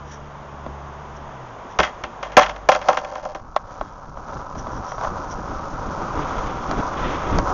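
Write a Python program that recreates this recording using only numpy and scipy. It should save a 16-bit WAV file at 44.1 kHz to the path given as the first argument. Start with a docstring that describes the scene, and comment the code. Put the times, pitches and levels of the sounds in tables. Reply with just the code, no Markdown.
"""First you hear a car's engine hum and its tyres hiss on a street; then the driver eases off.
Close by, a longboarder holds a camera on a pole: sleeves brush, taps and bumps shake the case,
and the pole knocks and rattles in its loose mount as the grip changes.
Then the board sets off. Stones in the asphalt strike the wheels, making a roar that grows with speed,
and swirling air buffets the microphone."""
import sys
import numpy as np
from scipy import signal
from scipy.fft import rfft, irfft, next_fast_len
from scipy.io import wavfile

SR = 44100
rng = np.random.default_rng(int(sys.argv[2]) if len(sys.argv) > 2 else 0)


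def to_wav(s):
    """Save 16-bit WAV."""
    ch = np.atleast_2d(s).T  # columns
    pcm = np.round(np.clip(ch, -1, 1) * 32767)  # PCM
    wavfile.write(sys.argv[1], SR, pcm.astype(np.int16))


N = 332073
TIME = np.arange(N) / SR

# The car's engine. Each row: time in seconds, firing rate in Hz, level of the lowest tone in dB.
ENGINE = [(0, 72.9, -44.5), (.35, 71.7, -47.5), (.7, 71.4, -39), (1.25, 71.7, -44.5), (1.62, 53.34, -67),
          (2.0, 50, -52), (2.5, 49.1, -39), (3.5, 49.6, -58.5), (4.0, 48.8, -74)]
# Its tyres and the street. Each row: time in seconds, level in dB.
STREET_LEVEL = [(0, -39.5), (1.0, -37.5), (2.25, -37.5), (2.7, -39), (3.3, -42)]
# Air rushing round the camera. Each row: time in seconds, level in dB.
RUSH_LEVEL = [(5.9, -55), (6.266, -41), (6.912, -47), (6.976, -38), (7.38, -40), (7.388, -50), (7.398, -60),
              (7.53, -60)]
# Gusts and lulls. Each row: middle in seconds, half length in seconds, level change in dB.
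GUSTS = [(4.08, .03, 8), (4.39, 0.019, 8.5), (4.6, 0.024, 7), (4.78, 0.027, 9.5), (4.92, 0.074, -6),
         (5.1, 0.037, 6), (5.39, .04, 6.5), (5.82, 0.087, 3.5), (6.18, .025, 5), (6.79, 0.021, 2.5),
         (7.365, 0.041, 11.5)]
# Sleeves and gloves brushing. Each row: middle in seconds, half length in seconds, sizzle level in dB.
SWISHES = [(.125, 0.038, -53), (1.168, 0.009, -55), (1.72, 0.015, -56), (3.818, 0.1, -67),
           (4.593, 0.018, -48.5), (4.747, 0.032, -52.5), (4.91, 0.045, -49.5), (5.319, 0.013, -42.5)]
# Taps on the camera case. Each row: start in seconds, strength in dB, hardness in dB.
TAPS = [(.663, -18, -7), (3.563, -1.5, 2), (7.386, -7, 14), (3.811, -10, -17), (4.172, -22, -26),
        (4.554, -19.5, 1), (4.669, -17, -12), (4.919, -17, -4), (4.981, -18, -5), (5.011, -18.5, 8),
        (5.037, -17, -8), (5.046, -13.5, -1), (6.712, -12, 13.5)]
# The tones of the tapped case. 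Each row: pitch in Hz, relative level in dB, fade time in seconds.
CASE_TONES = [(374, -17.5, 0.011), (615, -6, 0.029), (802, -4.5, 0.018), (1084, -8.5, 0.038),
              (1344, -11, 0.023)]
# Bumps that shake pole and camera. Each row: start in seconds, boom level in dB, thud level in dB.
THUMPS = [(.663, -32, -32.5), (1.65, -58, -38.5), (1.789, -21.5, -18), (2.036, -35, -32.5),
          (2.369, -36, -26), (3.348, -55, -34), (3.811, -40, -30.5), (4.171, -50, -36), (4.675, -32, -34),
          (4.769, -40, -32.5)]
# The pole knocking in its mount. Each row: start in seconds, strength of the low ring in dB,
# strength of the crack in dB, fade time of the rattle in seconds.
KNOCKS = [(1.788, -11, -14, 0.038), (1.798, -14, -12, 0.18), (1.832, -21.5, -13.5, .14),
          (2.037, -25.5, -24, 0.078), (2.228, -23.5, -25.5, 0.21), (2.319, -31.5, -34, 0.14),
          (2.368, 3, -5, .08), (2.394, -14.5, -12, 0.22), (2.43, -32, -15.5, 0.067),
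          (2.462, -29, -23.5, .05), (2.494, -29, -24.5, 0.095), (2.561, -40, -36, 0.033),
          (2.688, -1, -13.5, .06), (2.717, -14, -14.5, .15), (2.748, -16, -20.5, 0.06),
          (2.815, -30, -29.5, .2), (2.885, -4.5, -17, 0.11), (2.929, -19, -27, 0.14),
          (2.971, -15, -20.5, 0.1), (3.047, -27.5, -32.5, 0.042), (3.154, -22.5, -33.5, 0.15),
          (3.251, -20, -39.5, 0.074), (3.348, -25, -33, .11)]
# The tones of pole and case, then of wheels and axles.
# Each row: pitch in Hz, width in Hz, relative level in dB.
POLE_TONES = [(172, 46, -27), (306, 110, -22), (520.6, 37, -10), (601, 35, -6), (768.3, 26, -5.5),
              (888, 88, -7.5), (1032, 72, -3.5), (1140, 88, -5.5), (1300, 170, -3.5), (1403, 68, -6),
              (1564, 120, -8.5), (1830, 73, -10), (2064, 89, -10), (2580, 300, -10), (2676, 68, -13),
              (2880, 160, -15), (3240, 92, -12), (3414, 350, -13), (4700, 2600, -2.5), (5350, 330, -4),
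              (5940, 600, -10)]
WHEEL_TONES = [(537, 83, -18.5), (767, 30, -11.5), (976, 55, -13), (1284, 41, -14)]
# The board gathering pace. Each row: time in seconds, share of top speed.
SPEED = [(3.4, .31), (4.0, 0.38), (4.25, 0.48), (5.2, 0.71), (5.8, 0.74), (6.15, 0.96), (7.53, 1)]
# Rough and smooth asphalt. Each row: middle in seconds, half length in seconds, level change in dB.
ROAD_PATCHES = [(3.74, 0.077, 5.5), (4.35, 0.056, 4.5), (4.69, .04, 1.5), (5.05, 0.032, 6.5),
                (5.2, 0.032, 2.5), (6.28, 0.13, 0.5), (6.58, 0.075, -3.5), (7.49, .028, 3.5)]

# How deep or bright each noise is. Each row: frequency in Hz, relative level there in dB.
STREET_COLOUR = [(120, -6), (250, -7), (400, -5.5), (550, -4.5), (650, -2), (760, -3), (980, -0.5),
                 (1250, -5), (1800, -15.5), (2600, -23), (3400, -23.5), (4200, -34), (6300, -28.5),
                 (7000, -32.5)]
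BUFFET_COLOUR = [(10, -5.5), (25, 0), (50, -5), (100, -8.5), (160, -10.5), (300, -20), (700, -44)]
FLUTTER_COLOUR = [(100, -18.5), (200, 2), (300, 7), (500, 1), (900, -14.5), (2000, -21)]
RUSH_COLOUR = [(700, -8), (1400, 4), (2000, 3.5), (2800, -3), (3400, -0.5), (4200, -14.5), (7000, -23.5)]
RUSTLE_COLOUR = [(1700, 12), (2600, -7), (3300, 4), (4200, -7), (6300, -9), (7000, -3)]
CRACK_COLOUR = [(1100, 2), (1600, 9.5), (2200, 1.5), (2800, -9), (3300, -1), (4000, -8)]
SNAP_COLOUR = [(3800, -11), (5000, 5), (6500, -2), (7200, -2)]
ROAR_COLOUR = [(90, -4.5), (220, -7), (400, -9.5), (570, 0.5), (670, -3), (760, -0.5), (850, -1), (980, 3),
               (1130, 1), (1300, 0), (1500, -6), (1850, -23), (3300, -32), (7000, -37.5)]
GRIT_COLOUR = [(1800, -35.5), (3200, -11), (4200, -13), (5000, -7.5), (5900, -2.5), (6600, -7), (7200, -12)]


def from_db(db):
    return 10 ** (np.asarray(db) / 20)


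def unit_level(x):
    """Scale a signal so that its average power is 1."""
    return x / np.sqrt(np.mean(x ** 2) + 1e-20)


def curves(rows):
    """Join a table's rows with straight lines, giving each column a value at every sample."""
    times, *columns = np.transpose(rows)
    return [np.interp(TIME, times, column) for column in columns]


def fade_in(start_s, end_s):
    return np.clip((TIME - start_s) / (end_s - start_s), 0, 1)


def dying(t, fade_s):
    """Die away from 1. A fade time is how long a sound takes to drop by 60 dB."""
    return np.exp(-np.log(1000) * t / fade_s)


def swell(middle_s, half_s):
    """A smooth rise to 1 and back."""
    return np.exp(-.5 * np.minimum(((TIME - middle_s) / half_s) ** 2, 100))


def swells_db(rows):
    """The total level change from a table of swells."""
    return sum(db * swell(middle, half) for middle, half, db in rows)


def speed_doublings():
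    """The board's pace: 0 at top speed, -1 at half, -2 at a quarter."""
    return np.log2(curves(SPEED)[0])


def drift(rate_hz):
    """A smooth random wander, typically 1 in size."""
    step, warm_up = 40, 2000
    r = np.exp(-2 * np.pi * step * rate_hz / SR)
    jitter = rng.standard_normal(N // step + warm_up + 2)
    slow = signal.lfilter([1], [1, -2 * r, r * r], jitter)[warm_up:]
    return np.interp(np.arange(N) / step, np.arange(len(slow)), unit_level(slow))


def coloured(x, colour):
    """Shape a sound with a colour table, falling 21 dB per octave past its ends; power 1."""
    size = next_fast_len(N)
    hz, db = np.transpose(colour)
    octave, listed = np.log2(np.arange(size // 2 + 1) * SR / size + 1), np.log2(hz)
    beyond = np.abs(octave - np.clip(octave, listed[0], listed[-1]))
    gain = from_db(np.interp(octave, listed, db) - 21 * beyond)
    return unit_level(irfft(rfft(x, size) * gain, size)[:N])


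def noise(colour):
    return coloured(rng.standard_normal(N), colour)


def grains(per_s, spread_db):
    """Clicks at random moments, most small and a few large."""
    sizes = from_db(spread_db * np.minimum(rng.exponential(1, N), 4)) * rng.choice([-1, 1], N)
    return sizes * (rng.random(N) < per_s / SR)


def filtered(x, hz, kind):
    return signal.sosfilt(signal.butter(2, hz, kind, fs=SR, output="sos"), x + 1e-18)


def resonance(x, hz, width_hz):
    """Let through the part of a sound near one pitch."""
    r, angle = np.exp(-np.pi * width_hz / SR), 2 * np.pi * hz / SR
    feed = np.array([1, 0, -1]) * (1 - r * r) / 2
    return signal.lfilter(feed, [1, -2 * r * np.cos(angle), r * r], x + 1e-18)


def ring(clicks, hz, fade_s):
    """Each click starts a fading tone as tall as the click."""
    r, angle = dying(1 / SR, fade_s), 2 * np.pi * hz / SR
    return signal.lfilter([0, np.sin(angle)], [1, -2 * r * np.cos(angle), r * r], clicks + 1e-18)


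def add(track, start_s, sound):
    at = round(start_s * SR)
    track[at:at + len(sound)] += sound[:N - at]


def car(cruise_hz=72, exhaust_hz=128.2, waver=0.0072):
    """The engine's firing makes a hum that sinks as the driver eases off; the tyre noise fades away."""
    firing_hz, lowest_db = curves(ENGINE)
    phase = 2 * np.pi * np.cumsum(firing_hz * (1 + waver * drift(3.9))) / SR
    near = 1 - fade_in(3.07, 3.42)
    # Overtones weaken as the engine slows, except where they make the exhaust ring.
    overtones = resonance(np.sin(2 * phase), exhaust_hz, width_hz=16.8) + from_db(-14) * np.sin(3 * phase)
    overtone_gain = near * from_db(-39.5 + 0.26 * (firing_hz - cruise_hz))
    hum = from_db(lowest_db) * np.sin(phase) + overtone_gain * overtones
    tyres = near * from_db(curves(STREET_LEVEL)[0]) * noise(STREET_COLOUR)
    return np.sqrt(2) * hum * from_db(drift(6)) + tyres


def wind(calm_db=-50.5, swirl_db=2.5):
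    """Air rumbles faintly at first; with speed it thumps the microphone, flutters and rushes past."""
    moving, swirls = fade_in(3.1, 3.45), from_db(swirl_db * drift(22))
    pace, gust_db = speed_doublings(), swells_db(GUSTS)
    strength = moving * from_db(-30.5 + 9 * pace + gust_db) + (1 - moving) * from_db(calm_db)
    buffet = strength * noise(BUFFET_COLOUR)
    flutter = moving * from_db(-33.5 + 17.5 * pace + 0.73 * gust_db) * noise(FLUTTER_COLOUR)
    rush = fade_in(5.0, 5.7) * from_db(curves(RUSH_LEVEL)[0]) * noise(RUSH_COLOUR)
    return swirls * (buffet + flutter + rush)


def cloth_swishes(catch_db=3, sizzle_hz=5750, width_hz=800):
    """Cloth slides and catches: a soft rustle, and a sizzle from the weave that grows faster with force."""
    rustle = sum(swell(middle, half) * from_db(-33 + 0.35 * db) for middle, half, db in SWISHES)
    sizzle = sum(swell(middle, half) * from_db(db) for middle, half, db in SWISHES)
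    hiss = resonance(rng.standard_normal(N), sizzle_hz, width_hz)
    weave = unit_level(resonance(hiss, sizzle_hz, width_hz))
    catching = from_db(catch_db * drift(90))
    return catching * (rustle * noise(RUSTLE_COLOUR) + sizzle * weave)


def case_taps():
    """Each tap gives a crack and a short ring of the camera case; harder taps snap more brightly."""
    clicks, cracks, snaps = np.zeros((3, N))
    t = TIME[:SR // 20]
    for start, strength_db, hard_db in TAPS:
        add(clicks, start, from_db([strength_db + 1]))
        add(cracks, start, from_db(strength_db - 18.5 + 0.24 * hard_db) * dying(t, 0.037))
        add(snaps, start, from_db(strength_db - 26 + hard_db) * dying(t, 0.0092))
    ringing = sum((-1) ** k * from_db(db) * ring(clicks, hz, fade_s)
                  for k, (hz, db, fade_s) in enumerate(CASE_TONES))
    return filtered(ringing, 1900, "low") + cracks * noise(CRACK_COLOUR) + snaps * noise(SNAP_COLOUR)


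def thumps(boom_hz=62, thud_band_hz=(170, 480)):
    """A bump shakes pole and camera: a short low boom with a dull thud on top."""
    out, t = np.zeros(N), TIME[:SR // 3]
    for start, boom_db, thud_db in THUMPS:
        boom = np.sin(2 * np.pi * boom_hz * t) * dying(t, 0.22)
        thud = unit_level(filtered(rng.standard_normal(len(t)), thud_band_hz, "band")) * dying(t, 0.15)
        add(out, start, from_db(boom_db) * boom + from_db(thud_db) * thud)
    return out


def pole_ring(force, ring_db, crack_db, fizz_db):
    """Struck, the pole and case sound many tones: a low ring, a middle crack and a high fizz."""
    edges_hz, levels_db = [760, 2000, 3500, 4800], [ring_db, crack_db, crack_db, fizz_db]
    out = 0
    for k, (hz, width, db) in enumerate(POLE_TONES):
        share_db = np.interp(np.log(hz), np.log(edges_hz), levels_db)
        out = out + (-1) ** k * from_db(db + share_db) * unit_level(resonance(force, hz, width))
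    return out


def pole_knocks(bounce_s=0.0049, bounces=24, contact_fade_s=0.021):
    """Each knock is one hard strike, then the loose mount chatters in gritty bounces that die away."""
    out, t = np.zeros(N), TIME[:SR // 4]
    for start, ring_db, crack_db, fade_s in KNOCKS:
        gaps = bounce_s * rng.uniform(0.58, 1.3, bounces)
        hit_times = np.r_[0, np.cumsum(gaps)]
        sizes = np.r_[1, from_db(3 * rng.standard_normal(bounces) - 5)] * dying(hit_times, fade_s)
        latest = np.searchsorted(hit_times, t, "right") - 1
        force = sizes[latest] * dying(t - hit_times[latest], contact_fade_s) * rng.choice([-1, 1], len(t))
        force[0] = 2.5  # the first hard strike
        fizz_db = crack_db - 12 + 0.3 * (ring_db - crack_db)
        add(out, start, from_db(-15) * pole_ring(force, ring_db, crack_db, fizz_db))
    return out


def mount_buzz(contacts_per_s=450, rattle_start_s=2.72, rattle_end_s=3.37):
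    """Small quick contacts keep the pole ringing after each knock and through a steady rattle that slowly sinks
    away."""
    after_knocks = np.zeros(N)
    for start, ring_db, _, _ in KNOCKS:
        add(after_knocks, start, from_db(ring_db - 14) * dying(TIME[:SR], 0.33))
    rattling = (TIME >= rattle_start_s) * (1 - fade_in(rattle_end_s, rattle_end_s + 0.02))
    rattle = rattling * from_db(-28.5 - 13 * (TIME - rattle_start_s))
    contacts = grains(contacts_per_s, spread_db=3.5)
    return np.hypot(after_knocks, rattle) * pole_ring(contacts, ring_db=0, crack_db=-16, fizz_db=-18.5)


def wheels(top_stones_per_s=3000, roar_db=-26.5, grit_db=-48.5, db_per_doubling=10.5):
    """Stones in the asphalt strike the wheels, more often with speed; rough patches are louder."""
    pace = speed_doublings()
    stones_per_s = top_stones_per_s * 2 ** pace
    rolling = fade_in(3.2, 3.4) * from_db(0.9 * drift(20))
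    stones = grains(stones_per_s, spread_db=2.5) / np.sqrt(stones_per_s)
    sand = grains(4 * stones_per_s, spread_db=6) / np.sqrt(stones_per_s)
    singing = sum(from_db(db) * unit_level(resonance(stones, hz, width)) for hz, width, db in WHEEL_TONES)
    roar = from_db(roar_db) * unit_level(coloured(stones, ROAR_COLOUR) + 0.5 * singing)
    grit = from_db(grit_db) * coloured(sand, GRIT_COLOUR)
    return rolling * from_db(db_per_doubling * pace + swells_db(ROAD_PATCHES)) * (roar + grit)


def scene():
    """All the sounds added into one channel."""
    mix = car() + wind() + cloth_swishes() + case_taps() + thumps()
    return (mix + pole_knocks() + mount_buzz() + wheels())[None]


def record(dry, cutoff_hz=6850):
    """The hardest knocks overload the small camera, which keeps no high treble."""
    treble_cut = signal.ellip(8, .3, 70, cutoff_hz, fs=SR, output="sos")
    return signal.sosfilt(treble_cut, np.clip(dry, -1, 1))


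dry = scene()
out = record(dry)
to_wav(out)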